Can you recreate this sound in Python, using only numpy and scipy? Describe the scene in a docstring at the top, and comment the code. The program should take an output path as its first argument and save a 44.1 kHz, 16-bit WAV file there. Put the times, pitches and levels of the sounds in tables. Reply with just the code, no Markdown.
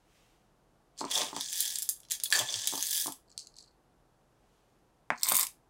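"""A wooden spoon digs coffee beans out of a canister in a quiet kitchen: random bean contacts make the crunch,
single snaps the clicks. The canister rings through resonators, squeaks in wandering tones and bumps on the
table. Beans settle in the spoon, which knocks on the iron rim of a hand grinder and tips them into the
hopper. Behind: filtered-noise room air and sleeve, a low drone, and reverberation by convolution."""
import sys
import numpy as np
from scipy import signal
from scipy.fft import rfft, irfft
from scipy.io import wavfile
from scipy.ndimage import uniform_filter1d

SR = 44100
rng = np.random.default_rng(int(sys.argv[2]) if len(sys.argv) > 2 else 0)


def generate_wav(sig):
    """Save sig (samples, or channels by samples) to the path in sys.argv[1] as 16-bit PCM at SR."""
    pcm = np.round(np.clip(np.atleast_2d(sig).T, -1, 1) * 32767).astype(np.int16)
    wavfile.write(sys.argv[1], SR, pcm)


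N = 250929
TIME = np.arange(N) / SR  # s

# Every movement swells, holds and fades; rise and fall are the times to change by SWELL_DB
SWELL_DB, SWELL_CURVE = 19, 1.53

# Room air spectrum: (frequency [Hz], density [dB])
AIR_SPECTRUM = [(12, -35), (20, -3.5), (48, 1), (65, -20.5), (134, -4), (277, -9), (328, -6), (367, -8.5),
                (434, -8), (590, -11), (718, -9), (1530, -19), (2200, -26.5), (11400, -33.5), (16000, -45)]
# Low room drone: (frequency [Hz], width [Hz], level [dB])
DRONE_LINES = [(39.7, 16, -74), (120.4, 10, -80.5)]
# Sleeve brushing as the arm moves out and back: (time [s], level [dB])
SLEEVE_LEVEL = [(0, -83), (.17, -68.5), (.35, -74.5), (.55, -88.5), (4.1, -97), (4.55, -77.5), (4.8, -84.5),
                (5.0, -90.5)]
# Sleeve spectrum: (frequency [Hz], density [dB])
SLEEVE_SPECTRUM = [(800, -9.5), (2900, 1.5), (4200, -4.5), (6000, -4.5), (9000, -9.5), (16000, -18)]
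# Kitchen reverberation: (frequency [Hz], t60 [s], level before the send gain [dB])
KITCHEN_BANDS = [(154, 0.1, 6.5), (494, 0.094, -1), (1527, 0.19, -3.5), (4000, 0.19, -5.5),
                 (8400, 0.19, -5.5), (15200, 0.19, -7)]

# Canister bumping on the table: (time [s], level over 1.3 ms [dB])
TABLE_BUMPS = [(1.006, -44), (1.013, -25.5), (1.042, -26.5), (1.17, -50), (1.22, -31), (1.330, -32.5),
               (1.366, -29.5), (2.726, -37), (2.737, -30.5), (2.777, -37), (3.06, -33.5), (3.08, -31)]
# Dull thuds of the canister base under the push of the spoon: (time [s], peak [dB], frequency [Hz])
BASE_THUDS = [(1.16, -63, 120.8), (2.418, -47, 126.3), (2.56, -56, 108.5)]
# Bump spectrum: (frequency [Hz], density [dB])
BUMP_SPECTRUM = [(50, -32.5), (110, -15), (180, -10), (260, -4), (370, -1), (600, -7.5), (950, 4.5),
                 (1180, -1), (1450, -14.5), (2500, -25), (8000, -54)]
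# Table top under the canister: (frequency [Hz], width [Hz], level [dB])
TABLE_MODES = [(266.3, 16, 4.5), (672, 22, 0)]

# Spoon drags along the canister wall: (full force [s], rise [s], hold [s], fall [s], level [dB])
WALL_DRAGS = [(1.11, 0.12, 0.048, .03, -51), (1.172, 0.038, .01, .15, -40), (2.38, 0.072, 0.025, .045, -39),
              (2.53, 0.14, .005, .09, -52), (2.66, .09, .005, .06, -58)]
# Rub spectrum: (frequency [Hz], density [dB])
RUB_SPECTRUM = [(60, -32), (150, -18.5), (280, -15.5), (420, -3.5), (800, 0), (1100, -2.5), (1400, -15.5),
                (2200, -11), (3200, -13), (8000, -33.5)]
# Spoon sticks and slips on the wall: (full force [s], rise [s], hold [s], fall [s], level before trim [dB])
WALL_SLIPS = [(2.328, .004, .001, .016, -20.5), (2.352, .008, .003, .015, -19),
              (2.384, .04, .002, .02, -38.5), (2.45, .07, .002, .02, -41.5)]
# Squeak partials: (frequency [Hz], width [Hz], level [dB])
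SQUEAK_PARTIALS = [(1730, 26, -6), (1765, 26, -9), (1886, 80, -19), (4590, 45, -5), (6550, 27, -18)]
# Spoon edge chirps on the wall: (time [s], level [dB])
EDGE_CHIRPS = [(1.153, -26.5), (1.409, -42), (2.257, -34.5), (2.393, -29), (2.487, -31.5), (2.54, -34)]

# Beans shift in the spoon: (full force [s], rise [s], hold [s], fall [s], level [dB])
SPOON_SHIFTS = [(.98, .008, .03, .02, -47), (3.31, 0.032, .005, 0.029, -61.5),
                (3.39, .02, .003, 0.069, -48.5), (3.58, 0.05, .01, .1, -56), (5.18, 0.036, .04, 0.022, -56),
                (5.25, 0.026, .002, 0.018, -43.5)]
# Beans tap the hollow of the spoon: (time [s], level over 0.25 ms [dB])
BOWL_TAPS = [(0.978, -40), (.992, -31.5), (1.008, -24.5), (1.051, -28), (1.757, -17.5), (3.378, -21.5),
             (3.392, -31), (3.471, -35), (3.586, -35), (5.2332, -9.5)]
# Spectrum of beans in the spoon: (frequency [Hz], density [dB])
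SETTLE_SPECTRUM = [(1500, -37.5), (2400, -18.5), (3600, -14.5), (4350, 7), (4900, -0.5), (5600, -4.5),
                   (7700, -1.5), (11000, -19), (16000, -32)]

# Spoon bowl strikes a rim: (time [s], level over 0.35 ms [dB], lowest [Hz], highest [Hz])
RIM_KNOCKS = [(2.3252, -12, 1760, 4660), (5.104, -10.5, 720, 2100), (5.3193, -18, 610, 1360)]
# Beans slide into the hopper: (full flow [s], rise [s], hold [s], fall [s], level [dB])
POUR_FLOW = [(5.283, 0.064, 0.11, 0.12, -32)]
# Pour spectrum: (frequency [Hz], density [dB])
POUR_SPECTRUM = [(100, -33.5), (300, -22), (700, -9.5), (1050, 2), (1500, -6), (2200, 2.5), (2800, -9),
                 (3700, -2.5), (6000, -10), (8600, 7), (11000, -13), (13500, 4.5), (16000, -8.5)]
# Grinder hopper: (frequency [Hz], width [Hz], level [dB])
HOPPER_MODES = [(1045, 100, -4.5), (2100, 150, -3.5), (3600, 110, 3), (4830, 150, -4), (8592, 88, -4),
                (13600, 70, 0), (14038, 70, 0)]
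# Grinder wooden box: (frequency [Hz], width [Hz], level [dB])
BOX_MODES = [(130, 40, 6.5), (170, 44, 4.5), (237, 16, 13.5), (420, 23, -4), (716, 13, -8.5)]

# Single beans snapping on canister and hopper, loud and faint:
# (time [s], level before trim [dB], brightness [dB])
BEAN_SNAPS = [(1.1124, -18, -1), (1.1535, -13.5, -4), (1.1772, -12.5, -7), (1.2165, -14.5, -13.5),
              (1.3642, -21.5, -7.5), (1.4091, -16.5, -6), (1.5289, -17.5, -2.5), (1.6054, -7.5, 1),
              (1.7576, -20, -3.5), (1.7861, -15, 3.5), (1.8217, -16.5, 1), (1.827, -15.5, 10.5),
              (1.8903, -9, 5.5), (1.895, -12, 9), (2.0027, -37.5, 0), (2.0326, -42.5, -8),
              (2.0505, -43, -9), (2.086, -43, -8), (2.1004, -33, -8), (2.1075, -20, -1),
              (2.1123, -15, -1.5), (2.119, -12, 3), (2.1507, -25.5, -4), (2.1999, -24.5, -6),
              (2.236, -9.5, 4.5), (2.2569, -22.5, -8), (2.3033, -20, 3), (2.3145, -19, -1),
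              (2.3254, -9.5, -2), (2.3369, -14, 1), (2.3624, -13.5, -0.5), (2.3904, -11, -4),
              (2.4894, -24, -13.5), (2.5406, -16, -10.5), (2.6727, -9, -0.5), (2.6755, -14.5, -1.5),
              (2.8258, -11, 0.5), (2.8685, -15, 2), (3.0688, -17, 2), (3.122, -23.5, 0.5), (5.232, -9, 4),
              (5.2863, -11, 1), (5.2885, -9.5, 11), (5.298, -7.5, 16), (5.321, -6.5, 6.5),
              (5.3444, -9, 7.5), (5.3538, -5.5, 8), (5.3669, -4, 9.5), (5.3773, -10, 5), (5.3953, -6, 7.5),
              (5.4103, -8, 4.5), (5.43, -11.5, 3.5), (5.4498, -23.5, 5), (5.468, -18.5, -2)]
# Pushes of the spoon through the beans: (full force [s], rise [s], hold [s], fall [s],
# rattle before trim [dB], fine crackle above the rattle [dB])
SPOON_PUSHES = [(0.997, 0.023, .003, 0.038, -44.5, -13), (1.07, .03, .04, .03, -56, -18.5),
                (1.122, 0.03, 0.052, 0.14, -32.5, -9), (1.377, 0.049, 0.098, 0.18, -41, -13.5),
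                (1.602, 0.13, 0.0078, 0.25, -34.5, -1.5), (2.125, 0.021, .003, 0.036, -38, -1),
                (2.253, 0.029, 0.0025, 0.029, -47, -1), (2.346, 0.024, 0.047, 0.054, -31.5, -8.5),
                (2.532, 0.16, .14, 0.18, -38, -10.5), (2.763, 0.1, 0.084, 0.11, -38.5, -1),
                (2.923, 0.056, 0.074, .105, -33.5, 1.5)]
# Rattle spectrum: (frequency [Hz], density [dB])
RATTLE_SPECTRUM = [(150, -28), (500, -20), (900, -15), (1350, -21), (1700, -5.5), (2200, -10), (2850, -5.5),
                   (3400, 2), (4000, -1), (6300, 7.5), (8500, 2), (11000, -11.5), (16000, -25.5)]
# Fine crackle spectrum: (frequency [Hz], density [dB])
CRACKLE_SPECTRUM = [(2000, -40.5), (7000, -15.5), (9800, 4), (12500, 4), (16000, -0.5)]
# Canister: (frequency [Hz], width [Hz], level [dB])
CANISTER_MODES = [(899.5, 22, 0.5), (1705, 170, 2.5), (3363, 290, 1), (4520, 23, -3), (4750, 72, -3.5),
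                  (6230, 77, -1), (7370, 260, -7), (8700, 90, -3), (9340, 170, -1), (10000, 200, 3.5)]


def from_db(db):
    """dB to amplitude."""
    return 10 ** (np.asarray(db) / 20)


def rms_one(x):
    """Scale to an rms of 1."""
    return x / np.sqrt(np.mean(x ** 2) + 1e-20)


def decay(t_s, t60_s):
    """Exponential decay, -60 dB at t60_s."""
    return from_db(-60 * t_s / t60_s)


def level(rows):
    """Gain over time from a dB curve; silent outside it."""
    times_s, levels_db = np.transpose(rows)
    return from_db(np.interp(TIME, times_s, levels_db, left=-200, right=-200))


def swell(full_s, rise_s, hold_s, fall_s, db):
    """Gain of one movement: it gathers force, holds and eases off."""
    before = np.maximum((full_s - TIME) / rise_s, 0)
    after = np.maximum((TIME - full_s - hold_s) / fall_s, 0)
    drop_db = SWELL_DB * (before + after) ** SWELL_CURVE
    return from_db(db - np.minimum(drop_db, 200))


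def effort(movements):
    """Gain of several movements; their powers add."""
    return np.sqrt(sum(swell(*movement) ** 2 for movement in movements))


def at_hz(points, hz, column=1):
    """Read a table column on a log-frequency axis."""
    points = np.array(points)
    return np.interp(np.log(hz + 1), np.log(points[:, 0]), points[:, column])


def colour(x, spectrum, size=4096):
    """Causal minimum-phase filter with the given spectrum, by folding its cepstrum."""
    gain = from_db(at_hz(spectrum, np.fft.rfftfreq(size, 1 / SR)))
    cepstrum = irfft(np.log(gain))
    cepstrum[1:size // 2] *= 2
    cepstrum[size // 2 + 1:] = 0
    impulse_response = irfft(np.exp(rfft(cepstrum)))
    return signal.fftconvolve(x, impulse_response)[:len(x)]


def add(track, start_s, sound):
    """Mix a short sound in at a time."""
    start = max(round(start_s * SR), 0)
    track[start:start + len(sound)] += sound[:N - start]


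def burst(t60_s, size=2048):
    """A puff of noise that dies away."""
    return rng.standard_normal(size) * decay(TIME[:size], t60_s)


def sized(sound, db, span_s):
    """Scale a blow to the energy of its level held for span_s."""
    return from_db(db) * sound * np.sqrt(span_s * SR / np.sum(sound ** 2))


def line(hz, width_hz):
    """A tone of rms 1, broadened by a random walk of its phase."""
    wander = np.cumsum(rng.standard_normal(N)) * np.sqrt(2 * np.pi * width_hz / SR)
    return np.sqrt(2) * np.sin(2 * np.pi * hz * TIME + wander)


def ringing(x, modes):
    """Response of a body to x: parallel two-pole resonators."""
    out = np.zeros(N)
    for hz, width_hz, db in modes:
        radius = np.exp(-np.pi * width_hz / SR)
        poles = [1, -2 * radius * np.cos(2 * np.pi * hz / SR), radius ** 2]
        gain = from_db(db) * (1 - radius ** 2) / 2
        out += gain * signal.lfilter([1, 0, -1], poles, x + 1e-18)  # offset avoids denormals
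    return out


def grains(per_s, spread_db, cycles, pitch_count=18):
    """Random bean contacts: noise puff plus a ping lasting some cycles, evened to a steady slow level."""
    born = rng.random(N) < per_s / SR
    excess_db = spread_db * np.minimum(rng.exponential(1, N), 3)
    sizes = born * from_db(excess_db) * rng.choice([-1, 1], N)
    pitch_index = rng.integers(0, pitch_count, N)
    out, t = np.zeros(N), TIME[:512]
    for k, hz in enumerate(np.geomspace(3000, 15000, pitch_count)):
        ping = np.sin(2 * np.pi * hz * t) * decay(t, cycles / hz)
        contact = rms_one(burst(0.0037, size=512)) + 0.89 * rms_one(ping)
        out += signal.oaconvolve(sizes * (pitch_index == k), contact)[:N]
    power = out ** 2
    slow_power = np.abs(uniform_filter1d(power, size=1500))
    return out / np.sqrt(slow_power + 1e-3 * np.mean(power))


def background(air_db=-68.5):
    """Room air and sleeve as filtered noise, the drone as wandering low tones."""
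    air = rms_one(colour(rng.standard_normal(N), AIR_SPECTRUM, size=16384))
    drone = sum(from_db(db) * line(hz, width_hz) for hz, width_hz, db in DRONE_LINES)
    sleeve = rms_one(colour(rng.standard_normal(N), SLEEVE_SPECTRUM))
    return from_db(air_db) * air + drone + level(SLEEVE_LEVEL) * sleeve


def kitchen(x, gap_s=0.003, size=22050):
    """Dense reflections from table and walls: noise bands, each with its own decay."""
    t, tail = TIME[:size], np.zeros(size)
    white = rfft(rng.standard_normal(size))
    hz = np.fft.rfftfreq(size, 1 / SR)
    onset = np.clip(t / gap_s - 0.5, 0, 1)
    edges_hz = np.geomspace(60, 17000, 15)
    for low_hz, high_hz in zip(edges_hz, edges_hz[1:]):
        centre_hz = np.sqrt(low_hz * high_hz)
        band = irfft(white * ((hz >= low_hz) & (hz < high_hz)), size)
        band = band * onset * decay(t, at_hz(KITCHEN_BANDS, centre_hz))
        band_share = 2 * (high_hz - low_hz) / SR
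        gain = from_db(at_hz(KITCHEN_BANDS, centre_hz, column=2))
        tail += band * gain * np.sqrt(band_share / np.sum(band ** 2))
    return signal.fftconvolve(x, tail)[:N]


def bumps(thud_rise_s=0.02, thud_fall_s=0.035):
    """The canister rocks: short blows excite the table top; deep sine thuds when it is pressed down."""
    blows = np.zeros(N)
    for s, db in TABLE_BUMPS:
        push = signal.unit_impulse(2048) + from_db(-28) * burst(0.03)
        add(blows, s, sized(colour(push, BUMP_SPECTRUM), db, span_s=0.0013))
    thuds = np.zeros(N)
    for s, db, hz in BASE_THUDS:
        thuds += swell(s, thud_rise_s, 0, thud_fall_s, db) * np.sin(2 * np.pi * hz * (TIME - s))
    return blows + ringing(blows, TABLE_MODES) + thuds


def rubbing():
    """Wood and beans drag over the wall and shake the whole canister: filtered contacts."""
    slips = rms_one(colour(grains(per_s=900, spread_db=2.5, cycles=12.14), RUB_SPECTRUM))
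    return effort(WALL_DRAGS) * slips


def squeak(trim_db=-4.0):
    """Stick-slip briefly locks on to a few wall modes, each a wandering tone."""
    partials = sum(from_db(db) * line(hz, width_hz) for hz, width_hz, db in SQUEAK_PARTIALS)
    return from_db(trim_db) * effort(WALL_SLIPS) * partials


def chirps(hz=3444, width_hz=200, rise_s=0.0031, hold_s=0.002, fall_s=0.012):
    """Brief slips of the spoon's edge sound one rough wall mode."""
    slips = effort([(s, rise_s, hold_s, fall_s, db) for s, db in EDGE_CHIRPS])
    return ringing(slips * line(hz, width_hz), [(hz, 2 * width_hz, 0)])


def settling():
    """Beans shift in the hollow of the spoon: light filtered ticks."""
    ticks = grains(per_s=300, spread_db=4, cycles=20)
    return effort(SPOON_SHIFTS) * rms_one(colour(ticks, SETTLE_SPECTRUM))


def spoon_taps():
    """Beans knock in the wooden bowl: a pulse with a few milliseconds of noise, filtered."""
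    out = np.zeros(N)
    for s, db in BOWL_TAPS:
        push = signal.unit_impulse(2048) + 0.31 * burst(0.0069)
        add(out, s, sized(colour(push, SETTLE_SPECTRUM), db, span_s=0.00025))
    return out


def knocks(rebound_s=0.0012, rebound_db=-13.0):
    """Wood on metal: a short band-limited pulse and a quick rebound."""
    out = np.zeros(N)
    for s, db, low_hz, high_hz in RIM_KNOCKS:
        below = [(low_hz / 30, -55), (low_hz / 8, -30), (low_hz / 2, -13), (low_hz, 0)]
        above = [(high_hz, 0), (high_hz * 1.35, -14), (high_hz * 1.75, -26)]
        top = [(9000, -32), (11000, -50), (16000, -60)]
        pulse = sized(colour(signal.unit_impulse(2048), below + above + top), db, span_s=0.00035)
        add(out, s, pulse)
        add(out, s + rebound_s, from_db(rebound_db) * pulse)
    return out


def pouring(spoon_empty_s=5.44, run_out_db_per_s=1100):
    """The spoonful tumbles on to the burr as random contacts; the flow stops as the last bean leaves."""
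    run_out_db = -run_out_db_per_s * np.maximum(TIME - spoon_empty_s, 0)
    flow = effort(POUR_FLOW) * from_db(run_out_db)
    impacts = grains(per_s=460, spread_db=2, cycles=14)
    return flow * rms_one(colour(impacts, POUR_SPECTRUM))


def snap_spectrum(brightness_db):
    """Spectrum of one snap: the brighter its crack, the less body."""
    body_db, crack_db = -5.5 - brightness_db, -4 + brightness_db
    body = [(300, body_db - 26), (1200, body_db - 18), (2400, body_db - 8), (3700, body_db + 1)]
    crack = [(7500, 0.00058), (9800, crack_db / 2), (12500, crack_db), (16000, crack_db - 5.5)]
    return body + crack


def bean_clicks(trim_db=-2.0, attack_s=0.00028, ring_t60_s=0.0088, ring_share=0.46,
                bounce_s=0.0037, bounce_db=-9):
    """Hard snaps, each with one bounce: a crack of noise and three brief random pitches."""
    out, t = np.zeros(N), TIME[:2048]
    attack = 1 - np.exp(-t / attack_s)
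    for s, db, brightness_db in BEAN_SNAPS:
        spectrum = snap_spectrum(brightness_db)
        bounce_delay_s = bounce_s * rng.uniform(0.86, 1.9)
        for delay_s, gain_db in (0, 0), (bounce_delay_s, bounce_db):
            pitches_hz = rng.uniform(3500, 14500, (3, 1))
            ring = np.sin(2 * np.pi * pitches_hz * t).sum(axis=0) * decay(t, ring_t60_s)
            snap = (rms_one(burst(0.0068)) + ring_share * rms_one(ring)) * attack
            snap = colour(snap, spectrum, size=512)
            add(out, s + delay_s, sized(snap, db + trim_db + gain_db, span_s=0.00019))
    return out


def scooping(trim_db=-2.5):
    """Beans grind past each other ahead of the spoon; each push drives rattle and fine crackle."""
    contacts = grains(per_s=900, spread_db=3.5, cycles=15)
    rattle = effort([(*shape, db + trim_db) for *shape, db, _ in SPOON_PUSHES])
    crackle = effort([(*shape, db + fine_db + trim_db) for *shape, db, fine_db in SPOON_PUSHES])
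    rattle = rattle * rms_one(colour(contacts, RATTLE_SPECTRUM))
    return rattle + crackle * rms_one(colour(contacts, CRACKLE_SPECTRUM))


def scene(near_room_db=-3.0, bean_low_hz=170):
    """The canister stands off to the side; the grinder is close to the microphone and sounds drier."""
    blows = bean_clicks() + knocks()
    at_grinder = TIME > 5

    digging = scooping() + blows * ~at_grinder
    canister = digging + ringing(digging, CANISTER_MODES) + squeak() + chirps()
    no_bass = signal.butter(2, bean_low_hz, "high", fs=SR, output="sos")
    far = signal.sosfilt(no_bass, canister) + bumps() + rubbing()

    filling = pouring() + blows * at_grinder
    grinder = filling + ringing(filling, HOPPER_MODES) + ringing(filling, BOX_MODES)
    near = grinder + settling() + spoon_taps()

    room = kitchen(far + from_db(near_room_db) * near)
    return (far + near + room + background())[None]


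def record(dry, cutoff_hz=15850):
    """The deepest bass is rolled off, the highest peaks are rounded and the top is cut steeply."""
    dry = signal.sosfilt(signal.butter(2, 35, "high", fs=SR, output="sos"), dry)
    dry = 0.5 * np.tanh(dry / 0.5)
    return signal.sosfilt(signal.ellip(12, 0.2, 70, cutoff_hz, fs=SR, output="sos"), dry)


dry = scene()
out = record(dry)
generate_wav(out)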